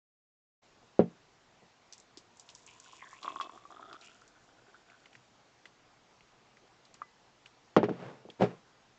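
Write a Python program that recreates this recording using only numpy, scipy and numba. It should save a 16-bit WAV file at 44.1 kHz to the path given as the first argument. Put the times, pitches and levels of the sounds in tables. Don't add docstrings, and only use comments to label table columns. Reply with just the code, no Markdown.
import sys
import numpy as np
from scipy import signal
from scipy.fft import rfft, irfft, next_fast_len
from scipy.io import wavfile
from scipy.ndimage import uniform_filter1d, map_coordinates
from numba import njit

SR = 44100
rng = np.random.default_rng(int(sys.argv[2]) if len(sys.argv) > 2 else 0)


def bounce(signal):
    frames = np.transpose(np.atleast_2d(signal))
    limited = np.clip(frames, -1, 1)
    pcm = np.round(limited * 32767).astype(np.int16)
    wavfile.write(sys.argv[1], SR, pcm)


N = 396018
TIME = np.arange(N) / SR

# f/Hz, relative spectral level/dB
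ROOM_SPECTRUM = [(12, -50.5), (20, -7.5), (44, -8.5), (86, -9.5), (123, 0.5), (146, -4.5), (454, -4.5),
                 (583, -6), (714, -3), (1720, -10), (7050, -18), (8200, -24), (10700, -58), (18000, -120)]
# t/s, level/dB, centre f/Hz
TICK_EVENTS = [(2.172, -46.5, 344), (4.68, -55.5, 398), (4.9, -49.5, 2180), (5.057, -45, 2240),
               (5.13, -51.5, 2370), (5.152, -44.5, 1880), (5.655, -40, 2100), (6.207, -49.5, 2480),
               (6.57, -49.5, 1960), (6.852, -49, 4370), (6.942, -42.5, 6140), (7.459, -42.5, 2520),
               (8.301, -40.5, 3170)]
# t/s, level/dB, contact time/ms
TABLE_BLOWS = [(0.829, -61, 0.2), (0.9929, -12.5, 0.34), (1.622, -59, 0.29), (7.765, -13.5, 0.15),
               (7.7681, -13.5, 0.32), (7.831, -23, 0.22), (7.841, -34, 0.089), (7.886, -28.5, 0.3),
               (7.893, -35.5, .13), (7.91, -28.5, 0.6), (8.252, -47.5, 0.32), (8.288, -47.5, 0.23),
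               (8.398, -39, 0.53), (8.409, -23.5, 0.32), (8.42, -21.5, 0.24), (8.425, -23, 0.38),
               (8.435, -24, 0.28)]
# f/Hz, level/dB, t60/s
WOOD_MODES = [(122.8, -11, .16), (175.7, -6, 0.2), (226.4, -6, 0.16), (319.1, 2, 0.041), (415, -1.5, 0.1),
              (466.2, -3.5, 0.13), (530, -12.5, .12), (597, -9, 0.12), (738.8, -12, .13), (870, -17, 0.16),
              (1080, -12.5, 0.073), (1290, -4, 0.044), (1400, -11, 0.08)]
# f/Hz, unstretched t60/s
DIFFUSE_DECAY = [(300, 0.27), (1000, 0.11), (3000, 0.15), (8000, 0.048)]
# f/Hz, relative spectral level/dB
FRICTION_SPECTRUM = [(71, -49), (120, -5.5), (335, -12), (438, -7), (658, -12), (2440, -26), (8300, -48.5),
                     (10800, -66), (18300, -120)]
# t/s, level/dB, rise/s, hold/s, fall/(dB/s)
KETTLE_SLIDES = [(7.904, -50.5, .02, .03, 131), (7.971, -48, 0.034, 0.081, 125),
                 (8.386, -26.5, 0.039, 0.0024, 380), (8.484, -53.5, 0.014, 0.026, 204)]
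# t/s, level/dB, centre f/Hz
DROP_SMACKS = [(1.925, -36.5, 5350), (1.9336, -39.5, 5230), (1.98, -44, 6760), (2.0005, -42, 7070),
               (2.173, -36, 4770), (2.397, -37.5, 6160), (2.4899, -40.5, 3500), (2.371, -48, 7030),
               (2.5004, -46, 5350), (2.5503, -36.5, 6400), (2.6645, -40.5, 7010), (2.8, -39, 6500),
               (3.11, -45.5, 7100), (3.23, -36, 3500), (3.2375, -40, 3420), (3.286, -42, 3200),
               (3.4109, -31.5, 2940), (3.929, -41, 3250), (4.0126, -44.5, 3900), (4.215, -49.5, 6430),
               (4.278, -46.5, 6500)]
# t/s, level/dB, f/Hz
WALL_PINGS = [(3.287, -55, 2611), (3.414, -48, 2611), (7.018, -61, 2000)]
# frequency ratio, level/dB, t60/s
WALL_MODES = [(1, 0, .25), (1.011, -9, .1), (1.264, 6, .03)]
# t/s, level/dB, f/Hz
BUBBLE_DROPS = [(2.861, -48.5, 1460), (2.932, -42, 1050), (3.025, -40.5, 1055), (3.13, -40, 1050),
                (3.23, -38.5, 1100), (3.246, -33, 1094), (3.255, -36, 1070), (3.279, -24, 1129),
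                (3.303, -36, 1080), (3.36, -29.5, 1104), (3.4, -24, 1148), (3.411, -28, 1127),
                (3.459, -39, 1130), (3.495, -35.5, 1060), (3.576, -42, 1180), (3.653, -39.5, 1150),
                (3.705, -39.5, 1073), (3.723, -40.5, 1220), (3.769, -43, 1270), (3.795, -41, 1040),
                (3.828, -37.5, 1330), (3.912, -41.5, 1405), (3.929, -40, 1190), (3.946, -40.5, 1213),
                (4.219, -47, 1355), (4.745, -46.5, 1346), (4.919, -49.5, 1410), (7.018, -27.5, 1196)]
# t/s, level/dB
MIST_LEVEL = [(2.3, -78.5), (2.6, -67.5), (3.25, -65.5), (3.6, -71.5), (3.95, -82), (4.03, -66.5),
              (4.34, -82.5), (5.3, -79)]
# t/s, level/dB, hold/s, lowest f/Hz
POCKET_SQUIRTS = [(2.66, -58.5, 0.015, 2580), (2.83, -64, 0.15, 2890), (2.99, -53.5, 0.1, 1675),
                  (3.23, -56.5, 0.035, 2410), (4.006, -60.5, 0.053, 2640)]
# t/s, level/dB
STREAM_LEVEL = [(2.3, -75), (2.9, -65), (3.05, -60), (3.21, -65), (3.25, -50), (3.385, -56), (3.42, -54.5),
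                (3.56, -57), (3.62, -69), (3.7, -60), (3.96, -55.5), (4.02, -67), (4.34, -72), (4.62, -79),
                (4.75, -66.5), (4.83, -81), (4.93, -65), (5.2, -88)]
# t/s, f/Hz
COLUMN_PITCH = [(1.5, 805), (2.9, 1033), (3.6, 1112), (3.9, 1288), (4.3, 1480), (5.4, 1450)]


def amp(db):
    return 10 ** (np.asarray(db) / 20)


def unit(x):
    return x / np.sqrt(np.mean(x ** 2) + 1e-20)


def along(points, hz):
    f, values = np.transpose(points)
    return np.interp(np.log(hz + 1), np.log(f + 1), values)


def envelope(rows):
    times, db = np.transpose(rows)
    edge = np.clip(np.minimum(TIME - times[0], times[-1] - TIME) / 0.011, 0, 1)
    return edge * amp(np.interp(TIME, times, db))


def swell(start, db, rise_s, hold_s, fall_db_per_s):
    t = TIME - start
    return np.clip(t / rise_s, 0, 1) ** 2 * amp(db - fall_db_per_s * np.maximum(t - rise_s - hold_s, 0))


def wobble(knots_per_s):
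    knots = rng.standard_normal(int(N * knots_per_s / SR) + 4)
    return map_coordinates(knots, [TIME * knots_per_s])


def add(track, start, sound):
    part = track[round(start * SR):][:len(sound)]
    part += sound[:len(part)]


def filtered(x, response):
    size = next_fast_len(len(x) + SR // 2)
    return irfft(rfft(x, size) * response(np.fft.rfftfreq(size, 1 / SR)), size)[:len(x)]


def resonance(hz, width_hz):
    return lambda f: 1j * f * width_hz / (hz * hz - f * f + 1j * f * width_hz)


@njit
def gliding(x, hz, radius):
    y = np.zeros(len(x))
    for i in range(2, len(x)):
        feedback = 2 * radius[i] * np.cos(2 * np.pi * hz[i] / SR) * y[i - 1] - radius[i] ** 2 * y[i - 2]
        y[i] = (1 - radius[i]) * (x[i] - x[i - 2]) + feedback
    return y


def cavity(x, hz, t60_at_1khz, stages=1):
    radius = amp(-60 * (hz / 1000) ** 2 / t60_at_1khz / SR)
    for _ in range(stages):
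        x = gliding(x, hz, radius)
    return x


def ring(modes, t, scatter_db):
    out = np.zeros(len(t))
    for k, (hz, db, t60) in enumerate(modes):
        decay = amp(db + scatter_db * rng.standard_normal() - 60 * t / t60)
        out += (-1) ** k * decay * np.sin(2 * np.pi * hz * t)
    return out


def burst(hz, q, t60, t):
    noise = rng.standard_normal(len(t)) * amp(-60 * t / t60)
    band = filtered(noise, lambda f: resonance(hz, hz / q)(f) ** 2)
    return band / np.abs(band).max()


def spatter(per_s, spread_db):
    arrival, polarity, size = rng.random((3, N))
    return unit((arrival < per_s / SR) * np.sign(polarity - 0.5) * amp(-spread_db * np.log(size + 0.052)))


def diffuse(t, stretch):
    hz, when, spectrum = signal.stft(rng.standard_normal(len(t)), SR, nperseg=256)
    t60 = stretch * along(DIFFUSE_DECAY, hz)[:, None]
    return signal.istft(spectrum * amp(-60 * when / t60), SR, nperseg=256)[1][:len(t)]


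def room():
    spectrum = signal.stft(rng.standard_normal(N), nperseg=512)[2]
    patches = uniform_filter1d(uniform_filter1d(rng.standard_normal(spectrum.shape), 6, 0), 12, 1)
    noise = signal.istft(spectrum * amp(1.2 * unit(patches)), nperseg=512)[1][:N]
    return amp(-65) * unit(filtered(noise, lambda f: amp(along(ROOM_SPECTRUM, f))))


def ticks():
    out, t = np.zeros(N), np.arange(SR // 5) / SR
    for start, db, hz in TICK_EVENTS:
        click = burst(hz, q=2, t60=0.02, t=t)
        wash = burst(840, q=0.16, t60=0.12, t=t)
        add(out, start, amp(db) * (click + amp(-8) * wash))
    return out


def table_blows():
    out, t = np.zeros(N), np.arange(SR // 2) / SR
    for start, db, contact_ms in TABLE_BLOWS:
        contact_s = contact_ms / 1000
        cycles = 0.19 * t / contact_s
        dent = amp(17 - 8.6 * cycles) * np.sin(2 * np.pi * cycles)
        build_up = 1 - np.exp(-t / 0.00317)
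        modes = ring(WOOD_MODES, t, scatter_db=3.5) * build_up
        reverberation = amp(-13.5) * filtered(diffuse(t, stretch=2.6), resonance(1500, 2500))
        upper_modes = amp(6.5) * diffuse(t, stretch=0.8)
        blow = dent + modes + upper_modes + reverberation
        add(out, start, amp(db) * filtered(blow, lambda f: 1 / (1 + 2j * np.pi * f * contact_s) ** 2))
    cutoff_hz = 108
    return filtered(out, lambda f: (-f * f / (cutoff_hz ** 2 - f * f + 1.4j * cutoff_hz * f)) ** 3)


def kettle_slides():
    grit = spatter(900, spread_db=1.5) + 1.1 * rng.standard_normal(N)
    friction = unit(filtered(grit, lambda f: amp(along(FRICTION_SPECTRUM, f))))
    return friction * sum(swell(*row) for row in KETTLE_SLIDES)


def mist():
    droplets = spatter(200, spread_db=4.5) + 0.59 * rng.standard_normal(N)
    fizz = filtered(droplets, lambda f: resonance(6000, 4000)(f) ** 2 + amp(3) * resonance(7000, 250)(f))
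    return envelope(MIST_LEVEL) * amp(2.7 * wobble(24.93)) * unit(fizz)


def squirts():
    rest_hz = 2880
    gain, dip_hz = np.zeros(N), np.zeros(N)
    for start, db, hold_s, lowest_hz in POCKET_SQUIRTS:
        gain += swell(start, db, rise_s=0.019, hold_s=hold_s, fall_db_per_s=150)
        progress = np.clip((TIME - start + 0.03) / (hold_s + 0.15), 0, 1)
        dip_hz += (rest_hz - lowest_hz) * np.sin(np.pi * progress)
    return gain * unit(cavity(spatter(450, spread_db=-3), rest_hz - dip_hz, 0.014, stages=2))


def drop_impacts():
    out, t = np.zeros(N), np.arange(SR // 4) / SR
    for start, db, hz in DROP_SMACKS:
        smack = burst(hz, q=1.85, t60=0.011, t=t)
        tail = burst(hz, q=0.77, t60=0.12, t=t)
        add(out, start, amp(db) * (smack + amp(-8) * tail))
    for start, db, hz in WALL_PINGS:
        modes = np.multiply(WALL_MODES, [hz, 1, 1])
        add(out, start, amp(db) * ring(modes, t, scatter_db=2.5))
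    return out


def bubbles(column_hz):
    out, kicks, t = np.zeros(N), np.zeros(N), np.arange(SR // 4) / SR
    onset = 1 - np.exp(-t / 0.00062)
    decay = amp(-60 * t / 0.017) + amp(-22.5 - 60 * t / 0.11)
    for start, db, hz in BUBBLE_DROPS:
        bubble = amp(2) * onset * decay * np.sin(2 * np.pi * hz * t)
        splash = amp(-15) * burst(hz, q=1.6, t60=0.04, t=t)
        add(out, start, amp(db) * (bubble + splash))
        add(kicks, start, amp(db) * np.hanning(12))
    pouring = TIME < STREAM_LEVEL[-1][0]
    return out + amp(22) * cavity(kicks * pouring, column_hz, 0.16)


def churn():
    covered_s = 3.2
    gain = amp(-2) * np.clip((TIME - covered_s) / 0.033, 0.3, 1)
    forcing = spatter(150, spread_db=2.5)
    hollow = filtered(forcing, lambda f: resonance(340, 200)(f) ** 2 + amp(1) * resonance(680, 220)(f) ** 2)
    return gain * unit(hollow)


def gurgle(column_hz):
    splash = spatter(110, spread_db=3.5) + 0.1 * rng.standard_normal(N)
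    column = unit(cavity(splash, column_hz, 0.015, stages=2))
    cross_mode = unit(filtered(splash, lambda f: resonance(3400, 450)(f) ** 2))
    return column + amp(-10.5) * cross_mode


def pour():
    column_hz = np.interp(TIME, *np.transpose(COLUMN_PITCH))
    flow = envelope(STREAM_LEVEL) * amp(2 * wobble(knots_per_s=25))
    drops = bubbles(column_hz) + drop_impacts()
    stream = flow * (gurgle(column_hz) + churn())
    return drops + stream + squirts() + mist()


def scene():
    return (room() + table_blows() + kettle_slides() + pour() + ticks())[None]


def record(dry):
    open_s, rolloff_hz, limit_hz = 0.6175, 8000, 8400
    opened = dry[0] * np.clip((TIME - open_s) / 0.014, 0, 1)
    return filtered(opened, lambda f: (f < limit_hz) / (1 + (f / rolloff_hz) ** 24))[None]


dry = scene()
out = record(dry)
bounce(out)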